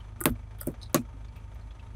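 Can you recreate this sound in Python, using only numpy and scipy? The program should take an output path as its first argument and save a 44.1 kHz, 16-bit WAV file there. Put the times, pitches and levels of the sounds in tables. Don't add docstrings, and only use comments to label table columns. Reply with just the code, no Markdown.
import sys
import numpy as np
from scipy import signal
from scipy.fft import rfft, irfft, next_fast_len
from scipy.io import wavfile
from scipy.ndimage import map_coordinates

SR = 44100
rng = np.random.default_rng(int(sys.argv[2]) if len(sys.argv) > 2 else 0)


def dump(signal):
    limited = np.clip(np.atleast_2d(signal).T, -1, 1)
    pcm = np.round(limited * 32767).astype(np.int16)
    wavfile.write(sys.argv[1], SR, pcm)


def volts(x):
    e = np.asarray(x, float) / 20
    return 10 ** e


N = 85995

# time in seconds, throb level in dB.
LOAD = [(0, -2), (.14, 0.5), (.27, -1.5), (.31, 14), (.37, -2), (.5, -0.5), (.62, -1), (.67, 2),
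        (.82, -4.5), (.87, 2), (.92, -7), (1.05, -2.5), (1.25, -0.5), (1.4, -1.5), (1.55, -0.5),
        (1.7, -0.5), (1.75, -6), (1.95, 1)]
# multiple of the firing rate, level in dB.
THROB = [(1, -13.5), (2, 3.5), (3, -4), (4, -1), (5, -17.5), (6, -22), (7, -20.5), (9.3, -18.5)]
# frequency in Hz, level in dB per Hz.
RUMBLE = [(13, -52.5), (22, -19.5), (35, -13.5), (59, 5.5), (113, -5), (205, -19), (400, -50.5), (520, -83),
          (880, -120)]
# frequency in Hz, level in dB per Hz.
HISS = [(150, -6), (250, -0.5), (915, -13), (3400, -23.5), (5000, -30), (10500, -30.5), (13500, -46),
        (16500, -74)]
# frequency in Hz, level in dB per Hz.
CLATTER = [(350, -37.5), (600, -1), (940, -12.5), (1720, -10.5), (2520, -16.5), (5000, -24.5),
           (10000, -33.5), (13000, -57)]
# frequency in Hz, width in Hz, level over the rest in dB.
ENGINE_BLOCK = [(908, 17, 15.5), (1237, 50, 6.5), (2315, 30, 7), (3310, 100, -1.5), (6100, 45, 11),
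                (9600, 22, -4)]
# start in seconds, level in dB, frequency in Hz, time to fall 60 dB in seconds.
KNOCKS = [(.003, -46, 3058, 0.046), (.2118, -23.5, 343, .08), (.356, -53, 2240, 0.071),
          (0.589, -52, 3320, 0.21), (0.61, -41.5, 4920, 0.051), (.613, -35.5, 586, 0.061),
          (.674, -46, 1360, 0.033), (0.826, -40, 8800, 0.0083), (.8312, -23, 3900, 0.0095),
          (0.832, -34, 5000, 0.009), (.8312, -39, 9000, 0.011), (.853, -50, 4300, 0.026),
          (.864, -55, 4160, 0.025), (.9465, -4.5, 1180, 0.025), (0.9466, -16.5, 6500, 0.028),
          (0.92, -53, 3080, 0.013), (1.084, -42.5, 920, 0.11), (1.14, -38.5, 267.6, 0.15),
          (1.245, -54.5, 3580, 0.085), (1.246, -59, 6610, .04), (1.283, -54, 4500, 0.047),
          (1.281, -55, 2450, .04), (1.356, -47, 2553, .12), (1.361, -60, 8700, .07),
          (1.361, -59, 13800, 0.088), (1.544, -61, 13440, 0.076), (1.546, -57, 6500, .02),
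          (1.589, -50.5, 1480, 0.099), (1.8, -65.5, 5200, 0.03), (1.61, -56, 4230, .06),
          (1.705, -51.5, 3370, .08), (1.707, -55, 2560, .07), (1.794, -46, 2707, 0.073),
          (1.861, -61.5, 3700, .064), (.256, -9, 3000, 0.0086), (.256, -20, 4300, 0.0089),
          (.9445, -16.5, 2600, .012), (.9445, -19, 4100, 0.013), (.97, -34, 2500, .07),
          (.972, -44, 4100, .07)]
# start in seconds, bright level in dB, cup ring in dB, centre in Hz.
CRACKS = [(0.206, -22.5, -43.5, 13500), (0.2118, -16, -27, 11700), (0.2387, -19.5, -34, 8800),
          (0.5862, -46, -71, 12500), (0.603, -45, -79, 11000), (0.6098, -41, -68, 9000),
          (0.6107, -25.5, -51, 12800), (0.6131, -21.5, -35.5, 12200), (0.6312, -36.5, -44, 9500),
          (.641, -50, -70, 14000), (.657, -49, -54, 11000), (.7175, -53, -71, 14100),
          (.898, -54, -56, 10500), (.93, -46.5, -63, 11800), (0.9488, -30, -30, 9000),
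          (1.016, -53, -57, 8300)]
# frequency in Hz, level in dB, time to fall 60 dB in seconds.
CUP = [(850, -15, 0.032), (1254, -9, 0.065), (1410, 0.5, 0.032), (1836, -3.5, 0.016)]
# frequency in Hz, level in dB per Hz.
SHELL = [(2500, -44), (5000, -23.5), (6900, -32), (7700, -6.5), (9000, -6.5), (15200, -6.5), (16500, -29)]
# start in seconds, then snap, spray, thump and late thump levels in dB.
POPS = [
    (0.2564, 6.5, -27.5, -13, -24.5),
    (.6710, -10, -51.5, -19.5, -42),
    (0.945, 2.5, -27.5, -13, -25),
]
# frequency in Hz, level in dB per Hz.
SNAPS = [
    [(410, -54.5), (700, 12.5), (2040, 9), (3610, -2), (5810, -20), (9100, -3.5), (12300, -6), (14600, -5),
     (16500, -30.5)],
    [(880, -23), (1500, -19.5), (4340, -48), (7250, -17), (8950, 4.5), (11400, -1), (12300, -6),
     (14100, 4.5), (16500, -1.5)],
    [(410, -49.5), (700, -3.5), (1550, -20.5), (2660, -9), (5300, -17), (6700, 7.5), (7660, -7),
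     (15400, -4.5), (16500, -24)],
]
# frequency in Hz, level in dB per Hz.
SPRAYS = [
    [(350, 3.5), (600, -10.5), (748, -15), (1730, -10), (1880, -19.5), (2070, -21), (6030, -27.5),
     (13800, -10.5), (16000, -27)],
    [(590, -42), (1000, -3), (1550, 5), (1710, -28), (2130, 1.5), (3300, -19), (3580, -12.5), (9940, 1),
     (16000, -11.5)],
    [(350, -32.5), (600, 4), (834, -17.5), (1140, -5.5), (2440, -17), (4800, -19), (6830, -16),
     (16000, -30)],
]
UPPER_RING_DB = [0, -3, 0]
THUMP_LAG_S = [0, .0007, 0]
# delay in seconds, frequency in Hz, half length in seconds, level in dB.
PUFFS = [(.0036, 300, .0022, -2), (.0154, 275, .0027, -3.5), (.009, 140, .007, -15), (.029, 150, .006, -14)]
# delay in seconds, frequency in Hz, rise in seconds,
# time to fall 60 dB in seconds, level in dB.
EARLY_RETURNS = [(.0015, 582.4, 0.0028, 0.026, 4), (.013, 557, 0.0047, 0.032, -6.5)]
# delay in seconds, frequency in Hz, rise in seconds,
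# time to fall 60 dB in seconds, level in dB.
LATE_RETURNS = [(0.027, 112.5, 0.0066, 0.15, -1.5), (.0435, 239.6, .01, 0.081, 9),
                (.0435, 238, .01, 1, -32), (0.047, 330, .004, 0.14, -17)]
# frequency in Hz, width in Hz, level in dB.
WASH = [(330, 290, 0)]
# time in seconds, level in dB.
LEAK = [(.598, -90), (.604, -55), (.613, -54), (.65, -61), (.668, -61), (.673, -53), (.7, -66), (.722, -75),
        (.745, -84.5)]
# time in seconds, level in dB.
SQUEEZE = [(.8152, -71), (.8157, -45.5), (.822, -50.5), (.828, -44.5), (.833, -48), (.84, -48), (.848, -58),
           (.868, -63.5), (.892, -71)]
# frequency in Hz, width in Hz, level in dB.
SQUEEZED = [(3920, 350, 3.5), (4300, 500, -6), (5000, 600, -3.5), (6150, 400, -13), (8800, 370, -8.5),
            (10900, 900, -18.5)]

FIRING_HZ, FIRST_FIRING_S = 25.8, 0.002
THROB_DB, THROB_SWAY_DB, RUMBLE_DB, HISS_DB = -45, 1, -49.5, -60
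CLATTER_DB, CLATTER_T60, CLATTER_SCATTER_DB = -55, 0.11, -2
KNOCK_RISE_S, KNOCK_WIDTH, KNOCK_SCRAPE_DB, KNOCK_TONE_DB = 0.0015, 0.1, -16, -4
BLUR_HZ = 2000
CRACK_T60, CRACK_RISE_S, CRACK_WIDTH = 0.0045, 0.0003, 0.54
CRACK_TAIL_DB, CRACK_TAIL_T60 = -23.5, 0.074
SNAP_T60, TEAR = 0.0035, 2.5
SPRAY_T60, SPRAY_END_S, SPRAY_FADE_S, LOW_HZ = 0.14, 0.045, 0.01, 450
GUSH_T60, GUSH_DB, SPLUTTER_DB = 0.032, 6.5, 1.5
MIST_HZ, MIST_END_S, MIST_FADE_S = 5500, 0.078, 0.03
WASH_DB, WASH_T60 = -8, 0.11
LUMPS_DB = 3.5
TOP_HZ = 16000


def unit(x):
    return x / np.sqrt(np.mean(x ** 2) + 1e-20)


def along(points, hz):
    f, v = np.transpose(points)
    return np.interp(np.log(hz + 1), np.log(f + 1), v)


def curve(rows):
    return np.interp(np.arange(N) / SR, *np.transpose(rows))


def wobble(rate):
    knots = rng.standard_normal(int(N * rate / SR) + 4)
    return map_coordinates(knots, [np.arange(N) * rate / SR])


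def noise(gain, size=N):
    m = next_fast_len(size + 8192)
    spectrum = rfft(rng.standard_normal(m)) * gain(np.fft.rfftfreq(m, 1 / SR))
    return unit(irfft(spectrum, m)[:size])


def peaks(rows, f):
    return sum(volts(db) * abs(1j * f * w / (c * c - f * f + 1j * f * w)) for c, w, db in rows)


def ring(t, hz, rise, t60, db):
    t = np.maximum(t, 0)
    return -volts(db - 60 * t / t60) * (1 - np.exp(-t / rise)) * np.sin(2 * np.pi * hz * t)


def burst(shape, sound):
    shaped = shape * sound
    return shaped * np.linalg.norm(shape) / np.linalg.norm(shaped)


def struck(points, x):
    cep = irfft(np.log(volts(along(points, np.linspace(0, SR / 2, 1025)))))
    cep[1:1024] *= 2
    cep[1025:] = 0
    y = signal.fftconvolve(x, irfft(np.exp(rfft(cep))))[:len(x)]
    return y / np.linalg.norm(y)


def add(track, s, x):
    part = track[round(s * SR):][:len(x)]
    part += x[:len(part)]


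def engine():
    turns = (np.arange(N) / SR - FIRST_FIRING_S) * FIRING_HZ
    throb = np.zeros(N)
    for k, db in THROB:
        sway = volts(db + THROB_SWAY_DB * wobble(5.5))
        throb += sway * np.sin(2 * np.pi * (k * turns + rng.random()))
    rumble = noise(lambda f: volts(along(RUMBLE, f)))
    hiss = noise(lambda f: volts(along(HISS, f)) * (1 + peaks(ENGINE_BLOCK, f)))
    hiss *= volts(1.2 * wobble(25.0))

    strengths = CLATTER_SCATTER_DB * rng.standard_normal(int(turns[-1]) + 2)
    size_db = strengths[np.floor(turns).astype(int)]
    phase = turns % 1
    gate = volts(size_db - 60 * phase / FIRING_HZ / CLATTER_T60) * np.minimum(phase * 8, 1)
    clatter = gate * noise(lambda f: volts(along(CLATTER, f)) * (1 + peaks(ENGINE_BLOCK, f)))
    low = volts(THROB_DB + curve(LOAD)) * throb + volts(RUMBLE_DB) * rumble
    return low + volts(HISS_DB) * hiss + volts(CLATTER_DB) * clatter


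def knocks():
    out, t = np.zeros(N), np.arange(SR // 8) / SR
    for s, db, hz, t60 in KNOCKS:
        def colour(f):
            narrow = peaks([(hz, KNOCK_WIDTH * hz, 0)], f) ** 2
            scrape = peaks([(hz, hz, KNOCK_SCRAPE_DB)], f) * peaks([(hz, hz, 0)], f)
            return narrow + scrape

        roughness = np.minimum(hz / BLUR_HZ, 1)
        shape = volts(db - 60 * t / t60) * (1 - np.exp(-t / KNOCK_RISE_S))
        blur = burst(shape, noise(colour, size=len(t))) * roughness
        tone = ring(t, hz, KNOCK_RISE_S, t60, db + KNOCK_TONE_DB * roughness)
        add(out, s, blur / 2 + tone / 2)
    return out


def cracks():
    out, t = np.zeros(N), np.arange(SR // 8) / SR
    rise = np.minimum(t / CRACK_RISE_S, 1)
    for s, bright_db, ring_db, hz in CRACKS:
        def colour(f):
            return peaks([(hz, CRACK_WIDTH * hz, 0)], f) ** 2 * volts(along(SHELL, f))

        tick = burst(volts(-60 * t / CRACK_T60) * rise, noise(colour, size=len(t)))
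        tail = noise(lambda f: volts(along(SHELL, f)), size=len(t))
        tail *= volts(CRACK_TAIL_DB - 60 * t / CRACK_TAIL_T60) * rise
        cup = np.zeros(len(t))
        for c, db, t60 in CUP:
            cup += ring(t, c * rng.normal(1, 0.02), 0.0006, t60, db + rng.normal(0, 2))
        add(out, s, volts(bright_db) * (tick + tail) + volts(ring_db) * cup)
    return out


def snap(t, colour):
    crackle = volts(-60 * t / SNAP_T60) * rng.standard_normal(len(t))
    return struck(colour, crackle + TEAR * (t == 0))


def jelly_spray(t, colour):
    def high(f):
        return 1 / (1 + (MIST_HZ / (f + 1)) ** 4)

    def stop(s, fade):
        return 1 / (1 + np.exp(np.minimum((t - s) / fade * 4, 50)))

    wet = noise(lambda f: volts(along(colour, f)) * (1 - high(f)) * (f > LOW_HZ), size=len(t))
    wet *= stop(SPRAY_END_S, SPRAY_FADE_S)
    mist = noise(lambda f: volts(along(colour, f)) * high(f), size=len(t))
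    mist *= stop(MIST_END_S, MIST_FADE_S)
    f = np.linspace(0, SR / 2, 999)
    share = np.linalg.norm(volts(along(colour, f)) * [1 - high(f), high(f)], axis=1)
    mix = share / np.linalg.norm(share) @ [wet, mist]
    gush = volts(GUSH_DB - 60 * t / GUSH_T60)
    flow = (volts(-60 * t / SPRAY_T60) + gush) * np.minimum(t / 0.0023, 1)
    return volts(SPLUTTER_DB * wobble(200)[:len(t)]) * flow * mix


def thump_puffs(t):
    puffs = np.zeros(len(t))
    for s, hz, half, db in PUFFS:
        puffs += volts(db) * np.exp(-((t - s) / half) ** 2 / 2) * np.cos(2 * np.pi * hz * (t - s))
    return puffs * np.minimum(t / 0.001, 1)


def low_wash(t):
    shape = volts(WASH_DB - 60 * t / WASH_T60) * np.minimum(t / 0.015, 1) ** 2
    return shape * noise(lambda f: peaks(WASH, f) ** 2, size=len(t))


def pops():
    out, t = np.zeros(N), np.arange(SR // 2) / SR
    upper = sum(ring(t - s, *mode) for s, *mode in EARLY_RETURNS)
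    late = sum(ring(t - s, *mode) for s, *mode in LATE_RETURNS)
    puffs = thump_puffs(t)
    bursts = zip(POPS, SNAPS, SPRAYS, UPPER_RING_DB, THUMP_LAG_S)
    for levels, snap_colour, spray_colour, ring_db, lag in bursts:
        s, snap_db, spray_db, thump_db, late_db = levels
        add(out, s, volts(snap_db) * snap(t, snap_colour) + volts(spray_db) * jelly_spray(t, spray_colour))
        thump = puffs + volts(ring_db) * upper + low_wash(t)
        add(out, s + lag, volts(thump_db) * thump + volts(late_db) * late)
    return out


def leak():
    fizz = np.zeros(N)
    for hz in (9000, 14000):
        splutter = volts(3.7 * wobble(300))
        fizz += splutter * noise(lambda f: volts(along(SHELL, f)) * peaks([(hz, 5000, 0)], f))
    level = curve(LEAK)
    return volts(level) * unit(fizz) * (level > -84)


def squeeze():
    modes = np.zeros(N)
    for row in SQUEEZED:
        lumps = volts(row[2] + LUMPS_DB * wobble(350))
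        modes += lumps * noise(lambda f: peaks([row], f) ** 2)
    level = curve(SQUEEZE)
    return volts(level - 40 * (level < -70)) * unit(modes)


def scene():
    return (engine() + pops() + cracks() + squeeze() + knocks() + leak())[None]


def top_cut(x):
    return signal.sosfilt(signal.butter(12, 17040, fs=SR, output="sos"), x)


def record(dry):
    limit = 1 / np.sqrt(1 + (np.fft.rfftfreq(N, 1 / SR) / TOP_HZ) ** 80)
    return top_cut(irfft(rfft(dry) * limit, N))


dry = scene()
out = record(dry)
dump(out)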